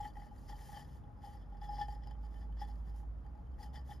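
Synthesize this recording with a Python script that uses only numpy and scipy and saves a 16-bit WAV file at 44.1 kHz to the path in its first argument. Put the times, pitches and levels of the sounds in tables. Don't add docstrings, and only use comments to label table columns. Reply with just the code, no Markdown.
import sys
import numpy as np
from scipy import signal
from scipy.fft import rfft, irfft
from scipy.io import wavfile

SR = 44100
rng = np.random.default_rng(int(sys.argv[2]) if len(sys.argv) > 2 else 0)


def to_wav(s):
    ch = np.atleast_2d(s).T
    pcm = np.round(np.clip(ch, -1, 1) * 32767)
    wavfile.write(sys.argv[1], SR, pcm.astype(np.int16))


N = 176400
TIME = np.arange(N) / SR
FREQS = np.maximum(np.arange(N // 2 + 1) * SR / N, 1)

# (f/Hz, relative density/dB)
ROOM_SPECTRUM = [(30, -20.5), (42, 6.5), (65, 5), (105, -6.5), (170, -8), (270, -11), (370, -20.5),
                 (650, -21.5), (1200, -26), (2300, -44.5), (5000, -57.5), (15000, -107)]
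# (f/Hz, correlation)
ROOM_COHERENCE = [(50, 0.86), (130, 0.86), (300, 0.39), (1100, 0.033), (3000, 0.64)]
# (f/Hz, left minus right/dB)
ROOM_BALANCE = [(60, 0.5), (140, 1)]
# (t/s, f/Hz, level/dB)
DRONE_GLIDE = [(0, 47.1, -51.5), (.3, 47.24, -56), (1.4, 44.98, -59), (1.62, 47.1, -45),
               (1.95, 53.54, -44.5), (2.75, 53.48, -43), (3.17, 55.04, -45), (3.41, 61.58, -52.5),
               (3.85, 65.7, -46), (4, 67.34, -57)]
# (f/Hz, level/dB)
HUM_LINES = [(92, -68.5), (120, -67), (143, -68)]
# (start t/s, duration/s, relative drag level/dB, relative brush level/dB)
HAND_STROKES = [(0.0, 0.079, -61.5, -72), (0.145, 0.12, -69, -78.5), (0.338, 0.16, -76, -77),
                (0.482, 0.033, -57.5, -70), (0.561, 0.17, -65.5, -67.5), (0.734, 0.07, -58.5, -67.5),
                (0.795, 0.18, -73.5, -78.5), (1.224, 0.056, -64.5, -74), (1.288, .065, -67.5, -76),
                (1.38, 0.045, -74, -88), (1.5, 0.13, -81.5, -92), (1.619, 0.04, -59.5, -75),
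                (1.703, 0.052, -60.5, -74.5), (1.776, 0.051, -54.5, -72.5), (1.873, 0.068, -66, -76.5),
                (2.004, 0.12, -72, -91), (2.213, 0.052, -74.5, -84.5), (2.3, 0.13, -72.5, -82),
                (2.567, 0.051, -65, -85), (2.602, 0.027, -60, -72.5), (2.671, 0.028, -67.5, -77.5),
                (2.71, 0.098, -83.5, -85), (2.851, 0.05, -72.5, -81.5), (2.947, 0.057, -80.5, -76),
                (3.591, 0.047, -63.5, -73.5), (3.625, 0.021, -61, -71.5), (3.736, 0.022, -56.5, -71.5),
                (3.861, 0.064, -71, -74.5), (3.899, 0.034, -61.5, -70.5)]
# (f/Hz, relative density/dB)
SKIN_SPECTRUM = [(500, 11), (2500, 2), (4000, 4), (6000, 6), (7500, 9), (9500, 7), (12000, 3.5),
                 (15500, 7.5)]
# (t/s, relative level/dB)
BEAD_TICKS = [(1.570, -59), (1.884, -46), (2.072, -46), (2.111, -46), (2.523, -56.5), (2.757, -56),
              (3.264, -57)]
# (f/Hz, relative density/dB)
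GRIT_SPECTRUM = [(300, 12), (700, -16), (1150, 28), (1500, 5), (2600, -19), (4200, 12), (7000, -14),
                 (15500, -23)]
# (t/s, relative level/dB)
EDGE_KNOCKS = [(.004, -40), (.032, -41), (.055, -40), (.170, -46.5), (.195, -53), (.220, -46),
               (.497, -47.5), (.53, -46.5), (.619, -50), (.655, -61), (.691, -50), (.746, -47),
               (.769, -42.5), (1.238, -47.5), (1.273, -48.5), (1.295, -55), (1.351, -51), (1.55, -52),
               (1.619, -41), (1.693, -45.5), (1.732, -45), (1.791, -44), (1.813, -32.5), (1.884, -46.5),
               (1.924, -46.5), (1.962, -47), (2.024, -52.5), (2.238, -50.5), (2.617, -39), (2.688, -49.5),
               (3.033, -54.5), (3.894, -47.5), (3.914, -43)]
# (t/s, dimensionless place)
CONTACT_PLACE = [(.2, -1.6), (.7, -0.019), (1.25, 0.83), (1.83, 1), (2.48, -0.042), (2.61, 0.89),
                 (2.69, 0.39), (3.6, -0.72), (3.76, 0.36)]
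# (f/Hz, bandwidth/Hz, gain/dB, phase lead of the left/rad, gain per unit place/dB)
SLAB_MODES = [(830.5, 23.5, 6.5, 0.23, 0), (1781, 27, -6, 0.93, 1.5), (1909, 82, -6.5, 0.24, -1.5),
              (3060, 18, -15.5, 1, 1), (3122, 45, -11, 0.28, -1.5), (3397, 48, -13, 0.57, 3),
              (4683, 45, -13.5, 0.18, -1), (5067, 59, -9, 0.18, 3), (5360, 59, -17.5, 0.21, -1),
              (7280, 100, -18.5, 0.072, -2)]
# (f/Hz, phase/rad, limited to pi in use)
TREBLE_STEREO_PHASE = [(6000, 0.2), (7300, 1.88), (8300, 4.35), (9400, 1.36), (11500, 0.25), (13600, 1.9),
                       (15200, 3.7)]

ROOM_DB, DRONE_PAN_DB, HUM_WAVER_DB = -51.5, -2.5, 4.5
STROKE_RISE_SHARE, STROKE_ARCH_DB = 0.56, 0.5
CATCHES_PER_S, CATCH_DECAY_S, CATCH_DEPTH = 130, 0.0024, 0.58
SKIN_GAIN_DB, GRIT_GAIN_DB = 4.5, -14.5
TICK_T60_S, TICK_DIRECT_DB, TICK_TO_SLAB_DB = 0.014, -11, -10.5
DRAG_TO_SLAB_DB, KNOCK_TO_SLAB_DB = -5.5, -4.5
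JUDDER_SIGMA_S, RASP_GAIN, RASP_CORNER_HZ = 0.0027, 1.77, 1570
FAINT_KNOCKS_PER_S, FAINT_KNOCK_DB = 30, -61.5
CREAK_START_S, CREAK_LENGTH_S, CREAK_DB = 1.63, 0.225, -53
SLAB_PAN_DB, MODE_WANDER_SHARE, CONTACT_SPREAD, TOUCH_SPREAD_DB = 3.5, 0.0056, 0.85, 2.5
CUTOFF_HZ = 15750
SIDES = np.array([[.5], [-.5]])


def from_db(db):
    return 10 ** (np.asarray(db) / 20)


def unit_rms(x):
    return x / np.sqrt(np.mean(np.abs(x) ** 2) + 1e-20)


def over_time(rows):
    times, *columns = np.transpose(rows)
    return [np.interp(TIME, times, column) for column in columns]


def over_frequency(points):
    hz, value = np.transpose(points)
    return np.interp(np.log(FREQS), np.log(hz), value)


def pan(db):
    return from_db(SIDES * db)


def colour(x, spectrum):
    return irfft(rfft(x) * unit_rms(from_db(over_frequency(spectrum))), N)


def drift(corner_hz):
    return unit_rms(irfft(rfft(rng.standard_normal(N)) / (1 + (FREQS / corner_hz) ** 2), N))


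def arrivals(per_s):
    return rng.random(N) < per_s / SR


def shot_noise(per_s, spread_db):
    sizes = from_db(spread_db * np.minimum(rng.exponential(1, N), 4))
    return unit_rms(sizes * rng.choice([-1, 1], N) * arrivals(per_s))


def impulses(rows):
    times, db = np.transpose(rows)
    return np.bincount(np.clip(times * SR, 0, N - 1).astype(int), from_db(db), N)


def room_noise():
    mid, side = rfft(rng.standard_normal((2, N)))
    coherence = over_frequency(ROOM_COHERENCE)
    spectra = np.sqrt(1 + coherence) * mid + np.sqrt(1 - coherence) * side * [[1], [-1]]
    noise = irfft(spectra * pan(over_frequency(ROOM_BALANCE)), N)
    return from_db(ROOM_DB) * unit_rms(colour(noise, ROOM_SPECTRUM))


def drone_and_hum():
    hz, db = over_time(DRONE_GLIDE)
    drone = from_db(db) * np.sin(2 * np.pi * np.cumsum(hz) / SR)
    hum = np.zeros(N)
    for line_hz, line_db in HUM_LINES:
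        amplitude = from_db(line_db + HUM_WAVER_DB * drift(1.3))
        hum += amplitude * np.sin(2 * np.pi * line_hz * TIME + drift(4.5))
    return np.sqrt(2) * (drone * pan(DRONE_PAN_DB) + hum)


def stroke_envelope(levels_db, release_s, resting_db):
    power = from_db(resting_db) ** 2
    for (start, length, *_), db in zip(HAND_STROKES, levels_db):
        age = TIME - start
        swell = .5 + .5 * np.tanh(2 * age / (STROKE_RISE_SHARE * length))
        arch_db = STROKE_ARCH_DB * (np.sin(np.pi * np.clip(age / length, 0, 1)) - .5)
        release = np.exp(-np.maximum(age - length, 0) / release_s)
        power = power + (from_db(db + arch_db) * swell * release) ** 2
    return np.sqrt(power)


def snagging_friction():
    snags = rng.exponential(1, N) * arrivals(CATCHES_PER_S)
    excess = signal.lfilter([1], [1, -np.exp(-1 / (CATCH_DECAY_S * SR))], snags)
    return unit_rms(1 + CATCH_DEPTH * excess)


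def skin_brushing(friction):
    envelope = stroke_envelope([row[3] for row in HAND_STROKES], release_s=0.026, resting_db=-91)
    hiss = colour(shot_noise(per_s=11000, spread_db=2), SKIN_SPECTRUM)
    return from_db(SKIN_GAIN_DB) * envelope * np.sqrt(friction) * hiss


def bead_ticks():
    decay_per_sample = from_db(-60 / (TICK_T60_S * SR))
    envelope = signal.lfilter([1], [1, -decay_per_sample], impulses(BEAD_TICKS) + 1e-18)
    return signal.lfilter([.6], [1, -.5], envelope * rng.standard_normal(N))


def bead_drag(friction):
    pressure = stroke_envelope([row[2] for row in HAND_STROKES], release_s=0.024, resting_db=-88.5)
    return shot_noise(per_s=1500, spread_db=1.5) * pressure * friction


def edge_judder():
    hz, bandwidth = SLAB_MODES[0][:2]
    lag = np.arange(-SR // 20, SR // 20) / SR
    pulse = np.exp(-.5 * (lag / JUDDER_SIGMA_S) ** 2)
    faint_knocks = from_db(FAINT_KNOCK_DB) * rng.standard_normal(N) * arrivals(FAINT_KNOCKS_PER_S)
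    folding = (TIME > CREAK_START_S) * (TIME < CREAK_START_S + CREAK_LENGTH_S)
    creak = from_db(CREAK_DB) * np.pi * bandwidth / SR * folding
    drive = impulses(EDGE_KNOCKS) + creak + faint_knocks
    envelope = signal.fftconvolve(drive, 2 * pulse / pulse.sum(), "same")
    pole = np.exp(-2 * np.pi * RASP_CORNER_HZ / SR)
    rasp = signal.lfilter([1 - pole], [1, -pole], rng.standard_normal(N))
    judder = np.sin(2 * np.pi * hz * TIME) + RASP_GAIN * rasp
    makeup = np.sqrt(SR / (4 * np.pi * bandwidth))
    return from_db(KNOCK_TO_SLAB_DB) * makeup * envelope * judder


def slab_ringing(force):
    ringing = np.zeros((2, N))
    place, = over_time(CONTACT_PLACE)
    for hz, bandwidth, db, lead, place_db in SLAB_MODES:
        pole = np.exp(-np.pi * bandwidth / SR)
        wandering_hz = hz * (1 + MODE_WANDER_SHARE * drift(6))
        carrier = np.exp(2j * np.pi * np.cumsum(wandering_hz) / SR)
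        touch_db = TOUCH_SPREAD_DB * (2 - SLAB_MODES[0][0] / hz) * drift(27)
        coupling = from_db(place_db * place + touch_db) * (1 + CONTACT_SPREAD * rng.standard_normal(N))
        modal_force = force * coupling + 1e-18
        amplitude = signal.lfilter([np.sqrt(2 * (1 - pole * pole))], [1, -pole], modal_force / carrier)
        ringing += from_db(db) * np.imag(amplitude * carrier * np.exp(1j * lead * SIDES))
    return ringing * pan(SLAB_PAN_DB)


def widen_treble(x):
    phase = np.clip(over_frequency(TREBLE_STEREO_PHASE), 0, np.pi)
    return irfft(rfft(x) * np.exp(1j * phase * SIDES), N)


def scene():
    friction = snagging_friction()
    drag, ticks = bead_drag(friction), bead_ticks()
    force = from_db(DRAG_TO_SLAB_DB) * drag + edge_judder() + from_db(TICK_TO_SLAB_DB) * ticks
    grit = from_db(GRIT_GAIN_DB) * colour(drag, GRIT_SPECTRUM) * pan(SLAB_PAN_DB / 2)
    close = slab_ringing(force) + grit + skin_brushing(friction) + from_db(TICK_DIRECT_DB) * ticks
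    return widen_treble(close) + room_noise() + drone_and_hum()


def record(dry):
    return irfft(rfft(dry) / np.sqrt(1 + (FREQS / CUTOFF_HZ) ** 200), N)


dry = scene()
out = record(dry)
to_wav(out)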